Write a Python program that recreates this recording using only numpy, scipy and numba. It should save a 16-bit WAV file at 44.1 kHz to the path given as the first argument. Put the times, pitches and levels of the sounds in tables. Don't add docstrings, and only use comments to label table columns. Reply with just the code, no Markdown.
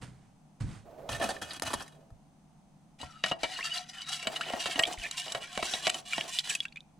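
import sys
import numpy as np
from scipy import signal
from scipy.fft import rfft, irfft, next_fast_len
from scipy.io import wavfile
from numba import njit

SR = 44100
rng = np.random.default_rng(int(sys.argv[2]) if len(sys.argv) > 2 else 0)


def to_wav(sig):
    pcm = np.clip(np.atleast_2d(sig), -1, 1) * 32767
    pcm = np.round(pcm).astype(np.int16)
    wavfile.write(sys.argv[1], SR, pcm.T)


N = 308499
TIME = np.arange(N) / SR
AGE = TIME[:16384]

# f/Hz, width/Hz, level from the side/dB, level from above/dB
AIR_MODES = [(725, 24, 16.5, 14.5), (1094, 23, 4.5, 12.5), (1378, 46, 16, 6.5), (1847, 69, 13, 12.5),
             (2334, 58, -5.5, 7.5), (2890, 73, 6.5, 7.5), (3350, 57, -3.5, 3.5), (3930, 99, 8, 2),
             (4755, 82, 9.5, 0), (5720, 68, 5, 3), (7500, 62, -12.5, 2)]
# f/Hz, width/Hz, level/dB
BOTTOM_MODES = [(660, 105, 9), (1793, 41, 20), (2525, 60, 11), (2926, 31, 14), (3260, 60, 12.5),
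                (3900, 46, 10.5), (4660, 57, 4), (6040, 73, 5)]
# t/s, length/s, relative level/dB, hollow mid-range re that level/dB
WALL_STROKES = [(2.985, 0.082, -60, 6), (3.056, 0.28, -72.5, 8), (3.23, 0.056, -50.5, 10),
                (3.385, 0.44, -55.5, 7.5), (3.51, 0.051, -53.5, 8), (3.63, 0.051, -46.5, 2.5),
                (3.685, 0.091, -50.5, 5.5), (3.795, 0.023, -62, 4.5), (3.885, 0.012, -53, 2.5),
                (3.925, 0.3, -58.5, 8), (4.079, 0.087, -48.5, 0.5), (4.19, 0.12, -61.5, 8.5),
                (4.314, 0.053, -51.5, 5), (4.417, 0.095, -55, 11), (4.517, 0.087, -56.5, 7.5),
                (4.591, 0.19, -48, 5.5), (4.861, 0.073, -51.5, 3), (4.978, 0.11, -53, 4.5),
                (5.101, 0.12, -57, 8), (5.161, 0.057, -47.5, 2), (5.226, 0.15, -54, 5),
                (5.402, .13, -56, 7), (5.544, 0.059, -49.5, 7), (5.62, 0.16, -42.5, 2.5),
                (5.814, 0.075, -47, 5.5), (5.927, 0.06, -52, 0), (6.05, 0.088, -55, 4),
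                (6.1, 0.058, -48, 5.5), (6.147, 0.14, -54.5, 7), (6.27, 0.13, -49, -1.5),
                (6.43, 0.1, -52, 6), (6.488, 0.022, -37, -8), (6.61, 0.02, -60.5, 0)]


def undb(db):
    return 10 ** (np.asarray(db) / 20)


def unit(x):
    return x / np.sqrt(np.mean(x ** 2))


def curve(rows):
    return np.interp(TIME, *np.transpose(rows))


def colour(x, points):
    size = next_fast_len(len(x) + 2048, True) // 2 * 2
    hz, db = np.transpose(points)
    grid = np.maximum(np.arange(size // 2 + 1) * SR / size, 1)
    log_gain = np.log(undb(np.interp(np.log(grid), np.log(hz), db)))
    cepstrum = irfft(log_gain)
    cepstrum[1:size // 2] *= 2
    cepstrum[size // 2 + 1:] = 0
    response = np.exp(rfft(cepstrum))
    return irfft(rfft(x, size) * response)[:len(x)]


def walk(rate):
    knots = rng.standard_normal(8192)
    return np.interp(TIME * rate, np.arange(len(knots)), knots) * np.sqrt(3 / 2)


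def pan(x, db):
    return np.array([x * undb(db / 2), x * undb(-db / 2)])


def add(track, s, sound):
    start = max(int(s * SR), 0)
    track[..., start:start + sound.shape[-1]] += sound[..., :N - start]


@njit
def resonate(x, hz, width):
    y, band, low = np.empty(len(x)), 0., 0.
    for i in range(len(x)):
        g, damping = np.tan(np.pi * hz[i] / SR), width / hz[i]
        v = (band + g * (x[i] - low)) / (1 + g * (g + damping))
        band, low, y[i] = 2 * v - band, low + 2 * g * v, damping * v
    return y


def narrow_noise(hz, width):
    once = resonate(rng.standard_normal(len(hz)), hz, width)
    return unit(resonate(once, hz, width))


def friction(grit_db, judder_db, judder_rate):
    level_db = grit_db * walk(1100) + judder_db * walk(judder_rate)
    return unit(rng.standard_normal(N) * undb(level_db))


def effort(rows, attack_s, release_s, swell_db):
    power, age = np.zeros(N), TIME[:SR]
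    for s, length_s, db in rows:
        swell = undb(swell_db * (np.sin(np.pi * np.minimum(age / length_s, 1)) - 0.5))
        shape = np.minimum(age / attack_s, 1) * swell * np.exp(-np.maximum(age - length_s, 0) / release_s)
        add(power, s, (undb(db) * shape) ** 2)
    return np.sqrt(power)


def stirring():
    s, length_s, db, hollow_db = np.transpose(WALL_STROKES)
    return [effort(zip(s, length_s, level), attack_s=0.011, release_s=0.029, swell_db=1.5)
            for level in (db, db + hollow_db)]


def moving_echo(x, lag_s, sway, gain):
    lag = lag_s * (1 + sway * walk(5.9))
    first = np.interp(TIME - lag, TIME, x)
    second = np.interp(TIME - 2 * lag, TIME, x)
    return x + gain * first + gain ** 2 * second


def scrape(pressure, drive, grit_db=3, judder_db=3, shift=0.03, wobble=0.016, flutter_db=4,
           wall_db=-3, hollow_db=0.5, hiss_db=6.0):
    # f/Hz, level/dB
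    wall_colour = [(200, -25), (450, -33), (720, -11.5), (1050, -12.5), (1500, -15.5), (2000, -11),
                   (2900, -2), (4000, -7), (5200, -11.5), (7500, -10.5), (10000, -14), (11300, -28),
                   (14000, -27.5), (16000, -47)]
    # t/s, share of the way
    overhead = [(4.1, 0), (4.9, 1)]
    turns_hz, turn_start_s = 2.01, 3.45
    slips = colour(friction(grit_db, judder_db, 55), wall_colour)
    sound = moving_echo(slips, lag_s=.0019, sway=.07, gain=.6) * undb(wall_db)
    above = curve(overhead)
    turn = np.cos(2 * np.pi * turns_hz * (TIME - turn_start_s))
    for hz, width, side_db, above_db in AIR_MODES:
        db = side_db + above * (above_db - side_db)
        bend = shift * turn + wobble * np.sqrt(3000 / hz) * walk(22)
        feed = undb(db + flutter_db * walk(20))
        sound = sound + feed * resonate(slips, hz * (1 + bend), float(width))
    hollow = signal.sosfilt(signal.butter(3, 3700, fs=SR, output="sos"), sound)
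    hiss = signal.sosfilt(signal.butter(3, 3900, "high", fs=SR, output="sos"), sound)
    return pressure * unit(hiss) * undb(hiss_db) + drive * unit(hollow) * undb(hollow_db)


def sing():
    # t/s, length/s, relative level/dB, starting f/Hz, glide/(Hz/s)
    rubs = [(3.037, 0.17, -60, 1362, -520), (3.53, 0.038, -49, 4350, -5000),
            (3.559, 0.016, -41, 2920, -2500), (3.71, 0.034, -41, 3013, -4500),
            (3.887, 0.16, -62.5, 1420, -380), (4.098, 0.031, -53.5, 755, 1500),
            (4.355, 0.026, -43, 2900, 304), (4.457, 0.055, -50, 3020, -2500),
            (5.023, 0.062, -47, 2578, -4000), (5.038, 0.031, -43, 1754, 1500),
            (5.176, 0.062, -48, 2825, 2504), (5.421, 0.049, -49.5, 2380, -1500),
            (6.1, 0.029, -54, 2945, -6000), (6.3, 0.087, -48.5, 3005, -1800),
            (6.475, 0.083, -53, 1910, -4000)]
    width = 74.0
    out = np.zeros(N)
    for s, length_s, db, hz, glide in rubs:
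        pitch = hz + glide * np.clip(TIME - s, 0, length_s)
        gain = effort([(s, length_s, db)], attack_s=0.0051, release_s=0.015, swell_db=11)
        out += narrow_noise(pitch, width) * gain
    return out


def blows(rows, ringing, crack_db, crack_s, chatter, body_db, mid_db, edge_db, thud_db):
    # f/Hz, level/dB
    crack_colour = [(150, 1.5), (230, 3), (400, -5.5), (600, 1.5), (1000, 1.5), (10000, 3)]
    favour_db, favour_octaves = 9.5, 0.068
    out = np.zeros(N)
    hz, db, t60 = np.transpose(ringing)[:, :, None]
    bands = [signal.butter(3, edges, "band", fs=SR, output="sos")
             for edges in ((180, 1100), (1100, 4500), (4500, 10000))]
    attack = AGE < .015
    for s, level_db, body, edge, chatter_s, spot_hz, ring in rows:
        detune = 1 + .015 * (1000 / hz) ** .8 * rng.standard_normal(hz.shape)
        lift_db = favour_db * np.exp(-(np.log2(hz / spot_hz) / favour_octaves) ** 2)
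        decay = undb(db + lift_db - 60 * AGE / (t60 * ring))
        cycles = hz * detune * AGE + rng.random(hz.shape)
        modes = np.sum(decay * np.sin(2 * np.pi * cycles), axis=0)
        crack = colour(rng.standard_normal(len(AGE)) * np.exp(-AGE / (crack_s * ring)), crack_colour)
        push = chatter * rng.standard_normal(len(AGE)) * np.exp(-AGE / max(chatter_s, 1e-4))
        push[0] = 1
        sound = signal.fftconvolve(push, modes + undb(crack_db) * crack)[:len(AGE)]
        parts = [signal.sosfilt(band, sound) for band in bands]
        weights = undb([body + body_db, mid_db, edge + edge_db])
        sound = sum(weight * part / np.std(part[attack]) for part, weight in zip(parts, weights))
        thud = np.sin(2 * np.pi * rng.uniform(54.0, 197) * AGE) * np.exp(-AGE / 0.012)
        add(out, s, (sound + undb(body + thud_db) * thud) * undb(level_db))
    return out


def knocks():
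    # t/s, relative level/dB, relative body/dB, relative edge/dB, chatter/s,
    # favoured f/Hz, factor on the ring time
    strikes = [(3.0015, -52, 2, -22, 0.012, 2870, 1), (3.014, -51, -11, -10, .003, 3865, .6),
               (3.0302, -57.5, 16, -14, 0.0032, 739, 0.74), (3.2385, -29.5, -4.5, -27.5, 0.001, 1825, 0.74),
               (3.2615, -41, -3, -13, 0.0041, 4550, 0.46), (3.3135, -38.5, 7.5, -23, 0.001, 2890, 0.68),
               (3.3175, -35.5, 1.5, -37, 0.0017, 2860, .8), (3.4325, -34.5, 2.5, -14.5, 0.0021, 2258, 0.7),
               (3.4405, -37.5, -1, -23, 0.0045, 3130, 0.82), (4.2273, -45, -7, -10.5, 0.0012, 2258, 0.65),
               (4.2707, -34, 1.5, -13.5, 0.0016, 640, 0.67), (4.3617, -40.5, -33, -17, 0.0085, 3865, 0.8),
               (4.4105, -41.5, -9, -14, 0.00056, 1895, 0.93), (4.4994, -44, -10, -16, 0.0024, 3100, .4),
               (4.5353, -43, 10, -22.5, .0003, 1880, 0.65), (4.6575, -38.5, 3.5, -20, 0.0034, 2258, 0.55),
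               (4.7573, -38, -1, -25, 0.0075, 2770, 0.59), (4.792, -30, 0, -13, 0.0012, 1895, 0.72),
               (4.7955, -31.5, -6.5, -20, .0006, 2800, 0.19), (4.8755, -50.5, 12.5, -8, .003, 724, .7),
               (5.1117, -45.5, -18, -4, 0.0024, 3865, 0.22), (5.2801, -46, -5, -24, 0.002, 2890, 0.75),
               (5.3218, -51.5, -18, 2, 0.00055, 4510, 0.45), (5.3481, -38, 5, -16, 0.0018, 2258, 0.66),
               (5.5757, -39.5, 5.5, -12.5, 0.00075, 1085, 0.19), (5.627, -38, 6, -19, 0.0033, 1363, 0.27),
               (5.7373, -35, -2.5, -21, 0.0043, 3840, 0.46), (5.8686, -30, 1, -17, 0.0011, 735, 0.4),
               (5.8767, -36, 1.5, -12.5, 0.0012, 1924, 0.37), (5.895, -35.5, -16, -16, 0.0017, 2910, 0.37),
               (5.8996, -36.5, -24, -7.5, 0.00034, 2258, 0.17),
               (5.9437, -39.5, -7, -12.5, 0.0012, 2980, 0.84), (6.1805, -39, 6, -25, 0.00097, 1895, 0.51),
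               (6.4969, -44, -14, 0, 0.014, 1716, 0.93), (6.5505, -50, -17, 4, .002, 4700, 0.33)]
    # f/Hz, level/dB, t60 before the strike's factor/s
    tin_modes = [(284, -10, 0.066), (557, -10, 0.15), (645, -4, 0.17), (724.6, -6.5, 0.21),
                 (906, -24, 0.045), (1082, -14, 0.16), (1344, -5.5, 0.11), (1667, -4.5, 0.13),
                 (1895, 0.5, 0.14), (2265, -3, 0.16), (2620, 8.5, 0.019), (2876, 5, 0.11),
                 (3000, 9.5, 0.067), (3180, -16, 0.074), (3850, 6.5, 0.057), (4736, 0.5, 0.044),
                 (4700, -15, 0.059), (5720, 7, 0.039), (6600, 17, 0.018), (7290, 13.5, 0.045),
                 (7850, 7.5, 0.13), (9700, 4, 0.1017)]
    return blows(strikes, tin_modes, crack_db=12.0, crack_s=0.011, chatter=0.068,
                 body_db=-0.5, mid_db=4.5, edge_db=10.0, thud_db=-11.0)


def bubble(hz, swell_s, decay_s, glide, snap=0.24, snap_width=0.61):
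    age = AGE[:2048]
    pitch = hz * (1 + glide * (np.tanh(age / (swell_s + decay_s)) - .6))
    spray = narrow_noise(pitch, hz * snap_width)
    swell = np.sin(np.pi / 2 * np.minimum(age / swell_s, 1))
    envelope = swell * np.exp(-np.maximum(age - swell_s, 0) / decay_s)
    return envelope * (np.sin(2 * np.pi * np.cumsum(pitch) / SR) + snap * spray)


def pops(hollow_db=-3, overtone=2.9, overtone_db=-20, tear_db=-17, tear_s=0.0014):
    # t/s, relative level/dB, f/Hz, swell/s, decay/s, glide as a share of f
    pockets = [(3.5897, -32.5, 1770, .001, 0.0063, 0.21), (3.5882, -35, 1050, 0.0011, 0.0065, 0.14),
               (3.607, -31.5, 2190, 0.0037, 0.0051, 0.27), (3.6275, -29, 2720, .002, 0.0042, 0.072),
               (3.757, -33, 3480, 0.0019, .003, 0.041), (3.769, -35, 2760, 0.0022, 0.0035, -0.21),
               (3.776, -29, 4460, 0.0016, 0.0016, 0.088), (3.782, -30, 4050, .002, .003, 0.0057),
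               (4.4093, -26, 1530, 0.0012, 0.0072, 0.4), (4.4097, -29, 2730, .0006, 0.0037, 0.033),
               (4.433, -36.5, 2690, 0.0077, 0.003, 0.44), (4.5035, -27, 634, 0.0013, 0.0023, 0.013),
               (4.535, -28, 720, 0.00045, 0.0045, -0.6), (4.8244, -30, 7800, .0005, 0.0044, 0.17),
               (4.8287, -28, 2540, 0.0012, 0.0025, -.2), (4.8348, -15.5, 3180, 0.0027, 0.0027, 0.16),
               (4.8347, -26, 2254, .001, 0.0056, 0.052), (4.8537, -26, 3500, .0005, 0.0042, 0.21),
               (4.852, -30, 2380, .0005, 0.0028, -0.055), (4.942, -40, 870, 0.0026, 0.0055, 0.054),
               (4.975, -40, 2260, 0.0016, 0.0036, 0.35), (5.017, -39, 2720, 0.0019, 0.0035, -0.22),
               (5.038, -34, 2260, 0.002, 0.003, 0.053), (5.0469, -34.5, 1794, 0.002, 0.006, -0.045),
               (5.054, -27, 2540, 0.00091, 0.0025, .05), (5.063, -34, 2070, 0.002, 0.004, 0.19),
               (5.3202, -30, 3850, 0.00092, 0.0026, 0.11), (5.349, -33, 630, 0.0083, 0.012, -0.34),
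               (5.5915, -30, 637, 0.0024, 0.01, -0.22), (6.124, -29, 2490, 0.0031, 0.0039, 0.15),
               (6.1333, -21, 2360, 0.00072, 0.0027, -0.0011), (6.133, -36, 1390, .001, 0.0039, -0.21),
               (6.2098, -20, 2970, 0.00083, 0.0012, 0.3), (6.3873, -14.5, 3620, 0.00077, 0.0013, 0.3),
               (6.392, -18.5, 4060, 0.00044, 0.0019, -0.43), (6.4, -28, 3100, 0.0016, 0.0022, -0.062),
               (6.5038, -27, 2430, .002, 0.005, -0.22), (6.551, -21.5, 2584, 0.0019, 0.0042, -0.059),
               (6.6038, -20.5, 3360, 0.00086, 0.0022, 0.013), (6.629, -43, 2520, .001, 0.0017, -0.12),
               (6.653, -27.5, 2670, 0.001, 0.0036, 0.067), (6.652, -42, 1570, 0.0011, 0.0089, 0.1),
               (6.6827, -47, 3620, 0.0012, 0.0037, 0.14), (6.7234, -45.5, 2580, 0.00045, 0.0028, 0.29),
               (6.725, -48.5, 4400, 0.00045, .003, 0.053), (6.7588, -39.5, 2410, .001, 0.0039, 0.1),
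               (6.76, -41.5, 3580, .0007, 0.003, 0.04), (6.7705, -35.5, 2486, 0.00058, 0.0068, 0.095),
               (6.8054, -42, 3630, 0.00073, 0.0023, 0.013)]
    out, age = np.zeros(N), AGE[:2048]
    for s, db, hz, swell_s, decay_s, glide in pockets:
        upper = bubble(min(hz * overtone, 9000), swell_s / 2, decay_s / 2, glide)
        tear_colour = [(hz / 4, -20), (hz, 0), (hz * 3, -8), (hz * 6, -30)]
        tear = unit(colour(rng.standard_normal(len(age)), tear_colour)) * np.exp(-age / tear_s)
        ring = bubble(hz, swell_s, decay_s, glide)
        add(out, s, undb(db) * (ring + undb(overtone_db) * upper + undb(tear_db) * tear))
    hollow = sum(resonate(out, np.full(N, float(hz)), float(width)) for hz, width, *_ in AIR_MODES)
    return out + undb(hollow_db) * hollow


def squelch(drive, level_db=-9.0, spread_db=4.0, centre_hz=3100, octaves=2.2, cycles=11, glide=.1, count=3000):
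    out, age = np.zeros(N), AGE[:1024]
    first, last = WALL_STROKES[0][0], WALL_STROKES[-1][0] + WALL_STROKES[-1][1]
    for when, pitch, size, length, slide in rng.random((count, 5)):
        hz = centre_hz * 2 ** (octaves * (pitch - .5))
        life = age * hz / (cycles * (.5 + length))
        bend = 1 + glide * (2 * slide - 1) * np.tanh(life)
        ring = np.sin(2 * np.pi * np.cumsum(hz * bend) / SR)
        gain = undb(-spread_db * np.log(size + .02))
        add(out, first + when * (last - first), gain * np.sqrt(life) * np.exp(-life) * ring)
    return unit(out) * drive * undb(level_db)


def slosh(level_db=4.0, lumps_db=3):
    # t/s, length/s, relative level/dB
    folds = [(3.58, 0.022, -55.5), (3.68, 0.041, -63.5), (4.24, 0.3, -52), (4.52, 0.2, -51),
             (4.77, 0.076, -43.5), (4.87, 0.039, -46.5), (5.02, 0.037, -53.5), (5.25, 0.17, -53.5),
             (5.6, 0.28, -54.5), (5.945, 0.013, -43.5), (6.17, 0.09, -53.5), (6.45, 0.075, -59.5)]
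    # f/Hz, level/dB
    fold_colour = [(130, -37), (280, -7), (430, -4), (560, -7.5), (680, 6.5), (900, -5.5), (1300, -9),
                   (3000, -32.5)]
    flow = effort(folds, attack_s=0.016, release_s=0.028, swell_db=-3)
    return unit(colour(friction(3.6, lumps_db, 60), fold_colour)) * flow * undb(level_db)


def drag(grit_db=1.5, judder_db=3, level_db=5.0, wobble=.012, flutter_db=4):
    # t/s, length/s, relative level/dB
    shoves = [(1.088, 0.049, -44), (1.195, 0.087, -44), (1.413, 0.011, -44), (1.475, 0.088, -52.5),
              (1.622, 0.098, -44.5), (1.795, 0.0085, -52.5), (1.92, 0.017, -69)]
    # f/Hz, level/dB
    rim_colour = [(29, -90), (50, -15), (81, 7.5), (175, -13), (258, 1), (472, -18), (661, -7), (1500, -2),
                  (1780, -15.5), (2110, -10), (3250, -11.5), (9410, -12.5), (16000, -34)]
    slips = colour(friction(grit_db, judder_db, 90), rim_colour)
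    sound = slips
    for hz, width, db in BOTTOM_MODES:
        reach = min(hz / 4000, 1)
        feed = undb(db + flutter_db * reach * walk(30))
        centre = hz * (1 + wobble * reach ** 2 * walk(25))
        sound = sound + feed * resonate(slips, centre, float(width))
    return unit(sound) * effort(shoves, attack_s=0.0037, release_s=0.055, swell_db=2.5) * undb(level_db)


def catches():
    # t/s, relative level/dB, relative body/dB, relative edge/dB, chatter/s,
    # favoured f/Hz, factor on the ring time
    snags = [(1.0914, -41.5, 4, -26, 0.0041, 3850, 0.39), (1.1274, -40.5, -11, -7, 0.0038, 3280, 0.9),
             (1.1462, -39, -18, -17, 0.0036, 1790, 1.9), (1.1988, -46.5, 11, -23, 0.0063, 660, 1.2),
             (1.2125, -35, 3.5, -22, 0.0021, 1790, 1.5), (1.2248, -33, 2, -11.5, 0.0063, 1790, 1.4),
             (1.2382, -38.5, 8, -24, 0.0027, 660, 2.5), (1.2899, -40.5, 7, -3, 0.0031, 660, 0.67),
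             (1.3045, -38.5, 0.5, -5.5, 0.0018, 3280, 1.2), (1.365, -43.5, -4, -28, .0015, 1790, 0.78),
             (1.4202, -44, 4.5, -3, 0.0049, 1790, 0.78), (1.507, -40.5, -22, -14, 0.0056, 3280, 0.73),
             (1.516, -50, -7, -9, .004, 3850, 1.3), (1.5325, -51, -3, 3, 0.0028, 4640, 0.57),
             (1.5974, -46.5, -7, -2, 0.0001, 2930, 0.097), (1.6212, -38.5, 2.5, 0.5, 0.0013, 1790, 0.32),
             (1.7039, -46, 6.5, -5, 0.0055, 2520, 0.87), (1.732, -39.5, 1, -3, 0.002, 3850, 0.93),
             (1.7373, -35.5, 3.5, -1.5, 0.0034, 668, 0.61), (1.8061, -45, 2.5, -8, 0.01, 2520, 0.68),
             (1.821, -55, -2, 5, 0.0052, 2520, 0.84), (1.8788, -56.5, -8, -2, .0015, 3850, .6),
             (2.104, -76, 16.5, -2, 0.00082, 660, 0.53)]
    bottom = [(hz, db, np.log(1000) / (np.pi * width)) for hz, width, db in BOTTOM_MODES]
    return blows(snags, bottom, crack_db=24.0, crack_s=0.0096, chatter=0.11,
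                 body_db=0, mid_db=0.0, edge_db=0.5, thud_db=-15.5)


def handling(rub_db=0, rustle_db=0, side_db=-4.5):
    # t/s, length/s, relative level/dB
    grips = [(.84, 0.12, -54), (.97, 0.39, -48.5), (1.91, 0.12, -61)]
    # t/s, length/s, relative level/dB
    moves = [(.01, 0.043, -52), (.1, 0.2, -73), (.6, 0.013, -47), (.66, 0.13, -57.5)]
    # f/Hz, level/dB
    rub_colour = [(250, -23), (480, -16), (660, -8.5), (850, -23), (1300, -32.5), (3000, -43.5),
                  (9000, -53)]
    rustle_colour = [(200, -1), (600, -4), (1400, -2.5), (2300, -6.5), (5600, -14), (9000, -12.5),
                     (15000, -47)]
    rub = unit(colour(friction(0.71, 1.7, 43.86), rub_colour))
    rub = rub * effort(grips, attack_s=0.018, release_s=0.11, swell_db=2)
    rustle = unit(colour(friction(1.3, 0.42, 59.0), rustle_colour))
    rustle = rustle * effort(moves, attack_s=0.0092, release_s=0.044, swell_db=5)
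    return pan(undb(rub_db) * rub + undb(rustle_db) * rustle, side_db)


def bumps(rumble=1.0, onset_s=0.0067):
    # t/s, relative level/dB, f/Hz, decay/s
    impacts = [(.01, -47, 124.6, 0.11), (0.605, -30, 101.4, 0.051), (0.634, -29, 92.4, 0.022),
               (0.683, -39.5, 109, 0.047), (1.099, -40, 93.3, 0.06), (1.203, -40, 191, 0.025),
               (1.293, -42, 126, 0.016), (1.744, -29, 85, 0.017), (2.11, -35.5, 48.6, 0.014),
               (3.028, -42.5, 79.6, 0.025), (4.976, -40, 43.5, 0.022)]
    out = np.zeros(N)
    for s, db, hz, decay_s in impacts:
        thud_colour = [(hz / 4, -12), (hz, 0), (hz * 2, -8), (hz * 8, -50), (hz * 20, -80)]
        thud = unit(colour(rng.standard_normal(len(AGE)), thud_colour))
        envelope = (1 - np.exp(-AGE / onset_s)) * np.exp(-AGE / decay_s)
        add(out, s, undb(db) * envelope * (np.sin(2 * np.pi * hz * AGE) + rumble * thud))
    return out


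def garage(dry, near_db=-11, room_db=-23, room_t60=0.47):
    near_lag_s, near_t60_s = .001, .025
    near = rng.standard_normal(len(AGE)) * undb(-60 * AGE / near_t60_s) * (AGE > near_lag_s)
    near = unit(near) / np.sqrt(len(AGE))
    near = colour(near, [(150, -3.5), (600, -4.5), (1200, 6.5), (2600, -4.0), (5000, 2.0), (9000, 0.5)])
    side = undb(near_db) * signal.fftconvolve(dry.mean(axis=0), near)[:N]
    out = []
    for channel in (dry[0] + side, dry[1] - side):
        tail = colour(rng.standard_normal(len(AGE)), [(700, 14.5), (4000, -6.5), (12000, -15.0)])
        tail = unit(tail * undb(-60 * AGE / room_t60) * (AGE > .004)) / np.sqrt(len(AGE))
        out.append(channel + undb(room_db) * signal.fftconvolve(channel, tail)[:N])
    return np.array(out)


def ambience(hum_hz=150, hum_width_hz=18, hum_db=-65, spread_db=-9):
    # f/Hz, level/dB
    room_colour = [(25, -25), (60, -25), (108, -29), (150, -23), (200, -17), (300, -28), (400, -39),
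                   (560, -37), (760, -30), (1000, -38), (1600, -48), (4500, -53), (9500, -53), (11500, -64),
                   (16000, -71)]
    noise_db = -62.3
    whine_hz, whine_db = 6140, -88.5
    mid, side = (unit(colour(rng.standard_normal(N), room_colour)) for _ in range(2))
    side = colour(side, [(200, spread_db), (2000, -2)])
    noise = undb(noise_db) * np.array([mid + side, mid - side])
    hum = narrow_noise(np.full(N, float(hum_hz)), float(hum_width_hz))
    whine = np.sqrt(2) * np.sin(2 * np.pi * whine_hz * TIME)
    return noise + undb(hum_db) * hum + undb(whine_db) * whine


def scene(knock_side_db=-0.1):
    # t/s, left minus right level/dB
    place = [(1.2, -0.5), (3.2, 2), (4.2, 1), (4.8, -0.5), (5.8, -0.5), (6.6, -1)]
    # f/Hz, level/dB
    width_colour = [(300, -19.5), (1000, -11), (2200, -11.5), (4000, -21.5), (8000, -24)]
    pressure, drive = stirring()
    place_db = curve(place)
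    stirred = scrape(pressure, drive) + sing() + squelch(drive) + slosh() + pops()
    tin = pan(stirred + drag() + catches(), place_db)
    side = colour(scrape(pressure, drive) + drag() + knocks(), width_colour) * np.array([[1], [-1]])
    struck = pan(knocks(), place_db + knock_side_db)
    return garage(tin + side + struck + handling() + pan(bumps(), -0.72)) + ambience()


def record(dry):
    return signal.sosfilt(signal.ellip(8, .2, 70, 15800, fs=SR, output="sos"), dry)


dry = scene()
out = record(dry)
to_wav(out)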